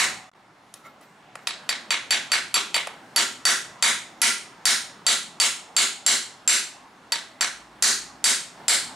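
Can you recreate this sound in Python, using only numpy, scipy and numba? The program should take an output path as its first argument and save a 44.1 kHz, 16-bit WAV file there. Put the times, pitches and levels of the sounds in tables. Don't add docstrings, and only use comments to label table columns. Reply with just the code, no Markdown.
import sys
import numpy as np
from scipy import signal
from scipy.fft import rfft, irfft
from scipy.io import wavfile
from scipy.ndimage import uniform_filter1d, minimum_filter1d
from numba import njit

SR = 44100
rng = np.random.default_rng(int(sys.argv[2]) if len(sys.argv) > 2 else 0)


def convert_level_to_amplitude(level_db):
    exponent = np.asarray(level_db, float) / 20
    return 10 ** exponent


def transcribe(signal):
    frames = np.atleast_2d(signal).T
    limited = np.clip(frames, -1, 1)
    pcm = np.round(limited * 32767).astype(np.int16)
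    wavfile.write(sys.argv[1], SR, pcm)


N = 394694
LEAD = 4410
CHANGE_S = .306

# start in [s], strength in [dB],
# body ring in [dB], face ring in [dB], head ring in [dB].
BLOWS = [(-0.02, -1, -22, -33, 3), (1.4713, -16.5, -36, -41, -56), (1.6911, -12.5, -1.5, -5, -10),
         (1.906, -9.5, -0.5, -3.5, -31), (2.1075, -5.5, 3.5, 0, -2.5), (2.3178, -4.5, 1.5, -4, -10),
         (2.542, -5.5, 2, 2, 3.5), (2.7434, -9.5, 1, -5, -28), (3.1612, -1, 3.5, -9, 5.5),
         (3.4529, 1, 5, -4, -4.5), (3.825, 2, 0, 0, -14), (4.2168, 2, -7, -5, 5.5),
         (4.6545, 2, 1.5, -0.5, -0.5), (5.0657, 0, 3, 4.5, -24), (5.4002, 0, 3.5, -2.5, -8),
         (5.7654, 0.5, 2.5, 5.5, -5), (6.0637, 1, -2, 9.5, 2), (6.4765, 1, -5, 13.5, -3.5),
         (7.121, -12.5, 2.5, -5.5, -6), (7.4093, -7.5, -3.5, 0, -13), (7.8241, 1, -2, 2.5, 0),
         (8.2416, 1, 2, 3, 1), (8.6816, -0.5, -9, 6, -2)]
# start in [s], strength in [dB], brightness in [dB],
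# head ring in [dB].
TOUCHES = [
    (0.74, -38, 18.5, 19),
    (1.012, -46, 8, 13),
    (1.355, -26.5, 2.5, -3),
    (2.567, -19, 2, -21),
    (2.765, -16.5, 10, -24),
    (2.872, -21, 4, -32),
]
# pitch in [Hz], level in [dB], T60 in [s],
# partner pitch in [Hz], partner level in [dB].
STEEL_RINGS = [
    (4572, 2.5, .12, 4552, -9),
    (7466, 2.5, .085, 7440, -7),
    (11112, 1, .05, 11145, -5),
]
# pitch in [Hz], level in [dB], T60 in [s], # growth with blow
# strength in [dB per dB].
MINOR_MODES = [(257, -25, 0.05, 1.5), (408, -19, 0.05, 1.2), (724, -19, 0.12, 0.87), (930, -14, 0.09, 0.71),
               (1388, -15, 0.15, 1.2), (1976, -12, 0.1, 1.0), (1890, -18, .06, 1.0),
               (9600, -4, 0.046, 1.37), (10700, -14, 0.13, .8), (13400, -25.5, .09, .6),
               (14800, -24.5, 0.086, .6)]
# pitch in [Hz], level in [dB], T60 in [s].
WIRE_MODES = [(1350, -3, .07), (2160, -3, .045), (3820, -22, .05), (5800, -30, .1), (7260, -18, .04),
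              (9520, -22, .1)]
# centre in [s], scrape in [dB], singing in [dB].
WIRE_SLIDES = [
    (.76, -65, -15),
    (0.861, -63.5, 10.5),
    (1.03, -65.5, -18),
    (1.429, -71, -22),
]
# frequency in [Hz], level in [dB per Hz].
CRACK_COLOUR = [(40, -68), (120, -24.5), (260, -18.5), (500, -13), (1000, -3), (2000, 2.5), (3500, 4.5),
                (6000, 1.5), (10000, -2.5), (11500, -20.5), (12500, -29.5), (15000, -21.5), (16500, -45)]
# frequency in [Hz], level in [dB per Hz].
TAP_COLOUR = [(40, -89), (200, -24), (500, 4), (1000, 12), (3000, -0.5), (6000, -7.5), (10000, -5),
              (12000, -21), (16500, -29)]
# frequency in [Hz], level in [dB].
ROOM_COLOUR = [(150, 1), (400, 7.5), (900, 2), (1900, 5.5), (2800, -2), (3700, 3), (5000, -6), (8000, -3.5),
               (11000, -9.5), (15000, 12.5)]
# frequency in [Hz], T60 in [s].
ROOM_T60 = [(200, 0.48), (700, 0.28), (2000, 0.42), (5000, 0.41), (10000, 0.35), (12500, 0.36),
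            (15500, 0.034)]
# delay in [s], level in [dB].
ECHOES = [(.0015, 5.5), (.0035, -1.5), (.020, -8.5), (0.027, -33), (0.033, -21), (0.0358, -4.5),
          (0.057, -24), (0.069, -11.5)]
# frequency in [Hz], left-right likeness in [0 to 1].
LIKENESS = [(60, 0.96), (150, 1), (380, 0.99), (950, 0.85), (2380, 0.61), (5980, 0.8), (15000, 0.97)]
# frequency in [Hz], left minus right in [dB].
LEAN = [(60, 0.5), (180, 0), (550, -0.5), (1650, -1), (4970, -0.5), (15000, 1.5)]
# frequency in [Hz], level in [dB per Hz].
AIR_COLOUR = [(20, -38), (39, -17), (60, -15), (99, -35), (125, -2.5), (200, -2), (310, -3), (480, -8.5),
              (760, -1), (1300, -5), (4000, -19), (10000, -29.5), (13000, -51), (16500, -34)]
# time in [s], level in [dB].
AIR_LEVEL = [(.3, -54.5), (1.3, -52), (1.6, -48), (3.0, -47), (7.0, -50.5), (8.95, -47)]
# start in [s], length in [s], edges in [s], level in [dB].
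ENGINE = (7.5, .72, .06, -65)
# start in [s], length in [s], level in [dB].
WHIRR = [
    (8.564, .2, -56),
    (8.856, 0.086, -45.5),
]
# start in [s], depth in [dB], hold in [s], recovery in [s].
DROPOUTS = [
    (.295, 23, .0195, .0005),
    (.305, 37, .0095, .0005),
    (.3195, 30, 0, .017),
    (.339, 16, .002, .01),
]


def blows():
    s, db, *rings = np.transpose(BLOWS)
    worked_s = np.where(s < 0, 4, s)
    bright_db = 2.5 + 0.71 * db + 1.0352 * worked_s
    return np.transpose([s, db, bright_db, *rings])


def touches():
    body_db, face_db = -25, -21
    return [(s, db, bright_db, body_db, face_db, head_db) for s, db, bright_db, head_db in TOUCHES]


def contact_clicks(rows, at, split_hz):
    size = 176
    crumbs = .07 * rng.standard_normal((len(rows), size)) * np.exp(-np.arange(size) / 50)
    clicks, bright, sizzle = np.zeros((3, N + LEAD))
    for i, row, crumb in zip(at, rows, crumbs):
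        contact = crumb + (np.arange(size) == 0)
        strength_db, bright_db = row[1:3]
        clicks[i:i + size] += convert_level_to_amplitude(strength_db) * contact
        bright[i:i + size] += convert_level_to_amplitude(strength_db) * (convert_level_to_amplitude(bright_db) - 1) * contact
        sizzle[i:i + size] += convert_level_to_amplitude(0.7 * strength_db + 0.2 * bright_db - 14.0) * contact
    clicks += butter(bright, 2, split_hz, "high")
    return clicks + butter(sizzle, 4, 11800, "high")


def smear(x, gain):
    for lag in (5, 13, 29):
        loop = np.r_[1, np.zeros(lag - 1), gain]
        x = signal.lfilter(loop[::-1], loop, x)
    return x


def strike(rows, colour, crack_db, ring_db, split_hz):
    rows = np.array(rows)
    at = np.round(rows[:, 0] * SR).astype(int) + LEAD
    strength_db = rows[:, 1]
    clicks = contact_clicks(rows, at, split_hz)
    rattle = smear(clicks + 1e-18, gain=0.83)
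    crack = convert_level_to_amplitude(crack_db) * signal.fftconvolve(rattle, causal_pulse(colour))[:N + LEAD]
    spread_db = rng.normal(0, 2.5, (len(rows), len(MINOR_MODES)))
    rings, low_modes = np.zeros((2, N + LEAD))
    push = np.zeros(N + LEAD)
    for (hz, db, t60, partner_hz, partner_db), own_db in zip(STEEL_RINGS, rows[:, 3:].T):
        push[at] = convert_level_to_amplitude(strength_db + db + own_db + ring_db)
        rings += ring(push, hz, t60) + convert_level_to_amplitude(partner_db) * ring(push, partner_hz, t60)
    for (hz, db, t60, growth), own_db in zip(MINOR_MODES, spread_db.T):
        grown_db = np.minimum(growth * strength_db, strength_db + 8.9)
        push[at] = convert_level_to_amplitude(grown_db + db + own_db + ring_db)
        part = low_modes if hz < 2500 else rings
        part += ring(push, hz, t60)
    return crack, rings, low_modes


def wire():
    t = (np.arange(N + LEAD) - LEAD) / SR
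    grit = rng.standard_normal(N + LEAD)
    pressure, sing = np.zeros((2, N + LEAD))
    for s, scrape_db, sing_db in WIRE_SLIDES:
        stroke = convert_level_to_amplitude(scrape_db) * np.exp(-((t - s) / 0.019) ** 2)
        pressure += stroke
        sing += convert_level_to_amplitude(sing_db) * stroke
    scrape = 3.4 * signal.lfilter([.5], [1, -.6], grit * pressure)
    song = sum(0.3 * convert_level_to_amplitude(db) * ring(grit * sing, hz, t60) for hz, db, t60 in WIRE_MODES)
    return scrape, song


def hollow_support():
    return convert_level_to_amplitude(-39) * ring(np.arange(N + LEAD) == LEAD - 880, 750, 1.0)


def workshop(x, tail_db, build_s, echo_hz):
    t = np.arange(SR) / SR

    def tail_gain(hz):
        gather_s = build_s + 0.014 / (1 + (hz / 2940) ** 2)
        build = 1 - np.exp(-(t / gather_s) ** 2)
        return build * convert_level_to_amplitude(at_hz(ROOM_COLOUR, hz) - 60 * t / at_hz(ROOM_T60, hz))

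    walls = np.zeros((2, SR))
    for s, db in ECHOES:
        walls[[0, 1], round(s * SR) + rng.integers(0, 4, 2)] = convert_level_to_amplitude(db)
    echoes = signal.lfilter(*signal.butter(2, echo_hz, fs=SR), walls)
    answer = convert_level_to_amplitude(tail_db) * stereo_bands(SR, tail_gain) + echoes
    return signal.fftconvolve(x[None], answer, axes=1)


def passing_engine():
    start, length, edge, db = ENGINE
    t = np.arange(N) / SR - start
    hz = 55 + 8 / 2 * t
    return convert_level_to_amplitude(db) * swell(start, length, edge) * np.sin(2 * np.pi * hz * t)


def far_whirr(edge_s):
    bursts = sum(convert_level_to_amplitude(db) * swell(start, length, edge_s) for start, length, db in WHIRR)
    return bursts * rms_one(ring(rng.standard_normal(N), 903, 0.054))


def background():
    t = np.arange(N) / SR
    steps = np.arange(0, N + 4410, 4410)
    edge_s = .015

    def patches(hz):
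        patch_db = at_hz(AIR_COLOUR, hz) + 2.1 * rng.standard_normal(len(steps))
        return np.interp(np.arange(N), steps, convert_level_to_amplitude(patch_db))

    air = rms_one(stereo_bands(N, patches))
    air_db = np.interp(t, *np.transpose(AIR_LEVEL))
    air_db += 20.5 * np.maximum(1 - t / CHANGE_S, 0)
    air_db += 2 * swell(WHIRR[0][0], 1, edge_s)
    return convert_level_to_amplitude(air_db) * air + passing_engine() + far_whirr(edge_s)


def butter(x, order, hz, kind="low"):
    return signal.sosfilt(signal.butter(order, hz, kind, fs=SR, output="sos"), x)


def rms_one(x):
    return x / np.sqrt(np.mean(x ** 2) + 1e-20)


def at_hz(points, hz):
    point_hz, value = np.transpose(points)
    return np.interp(np.log(hz), np.log(point_hz), value)


def swell(start, length, edge):
    t = np.arange(N) / SR - start
    return np.clip(np.minimum(t, length - t) / max(edge, 1e-3), 0, 1)


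def ring(clicks, hz, t60):
    r = convert_level_to_amplitude(-60 / (t60 * SR))
    w = 2 * np.pi * hz / SR
    return signal.lfilter([0, np.sin(w)], [1, -2 * r * np.cos(w), r * r], clicks + 1e-18)


def causal_pulse(spectrum, size=2048):
    hz = np.maximum(np.arange(size // 2 + 1) * SR / size, 1)
    cepstrum = irfft(np.log(convert_level_to_amplitude(at_hz(spectrum, hz))))
    cepstrum[1:size // 2] *= 2
    cepstrum[size // 2 + 1:] = 0
    pulse = irfft(np.exp(rfft(cepstrum)))
    return pulse / np.sqrt(np.sum(pulse ** 2))


def stereo_bands(size, gain_of_band):
    out = 0
    edges = 22 * 2 ** (np.arange(30) / 3)
    white = rng.standard_normal((2, 2, size))
    flip = np.array([[1], [-1]])
    for k, (low, high) in enumerate(zip(edges, edges[1:])):
        mid, side = butter(white[k % 2], 2, [low, high], "band")
        hz = np.sqrt(low * high)
        alike = np.clip(at_hz(LIKENESS, hz), 0, 1)
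        lean = convert_level_to_amplitude(at_hz(LEAN, hz) / 2 * flip)
        pair = np.sqrt(1 + alike) * mid + np.sqrt(1 - alike) * side * flip
        out = out + gain_of_band(hz) * lean * pair
    return out


def scene():
    crack, rings, low_modes = strike(blows(), CRACK_COLOUR, crack_db=17.5, ring_db=-8.0, split_hz=5410)
    tap, tinkle, _ = strike(touches(), TAP_COLOUR, crack_db=15.5, ring_db=-28.0, split_hz=5300)
    scrape, song = wire()
    rings = rings + tinkle + song + hollow_support()
    send = crack + scrape + convert_level_to_amplitude(-8) * tap + convert_level_to_amplitude(-18) * rings + convert_level_to_amplitude(-5.5) * low_modes
    direct = crack + scrape + tap + rings + convert_level_to_amplitude(-12) * low_modes
    room = workshop(send, tail_db=-31.5, build_s=0.00154, echo_hz=4100)
    sound = direct[LEAD:] + room[:, LEAD:N + LEAD]
    sound = butter(sound, 6, 150, "high")
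    change = round(CHANGE_S * SR)
    sound[:, change:change + round(.4 * SR)] *= convert_level_to_amplitude(-27)
    return sound + background()


@njit
def follow(level, rise, fall):
    out, held = np.empty_like(level), level[0]
    for i in range(len(level)):
        held += (rise if level[i] > held else fall) * (level[i] - held)
        out[i] = held
    return out


def excess_db(x, rise_s, fall_s, threshold_db):
    envelope = follow(np.abs(x).max(axis=0), 1 / (rise_s * SR), 1 / (fall_s * SR))
    return np.maximum(20 * np.log10(envelope + 1e-9) - threshold_db, 0)


def limiter(upper):
    over_db = excess_db(upper, .0001, 0.0055, -11.16)
    ahead_db = uniform_filter1d(-minimum_filter1d(-over_db, size=88, origin=-44), size=66)
    held = upper * convert_level_to_amplitude(-.85 * ahead_db)
    return held * convert_level_to_amplitude(-.6 * excess_db(held, 0.011, .06, -15.8))


def dropouts():
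    t = np.arange(N) / SR
    loss_db = 0
    for s, db, hold, back in DROPOUTS:
        loss_db = loss_db + db * (t >= s) * np.clip(1 - (t - s - hold) / back, 0, 1)
    return convert_level_to_amplitude(-loss_db)


def roll_off(x):
    return signal.sosfilt(signal.butter(12, 16510, fs=SR, output="sos"), x)


def record(dry):
    bass = butter(dry, 6, 100)
    held = bass + butter(limiter(dry - bass), 4, 100, "high")
    held = butter(held, 14, 15400)
    ceiling = .76
    rounded = ceiling * np.tanh(held / ceiling)
    return roll_off(rounded * dropouts())


dry = scene()
out = record(dry)
transcribe(out)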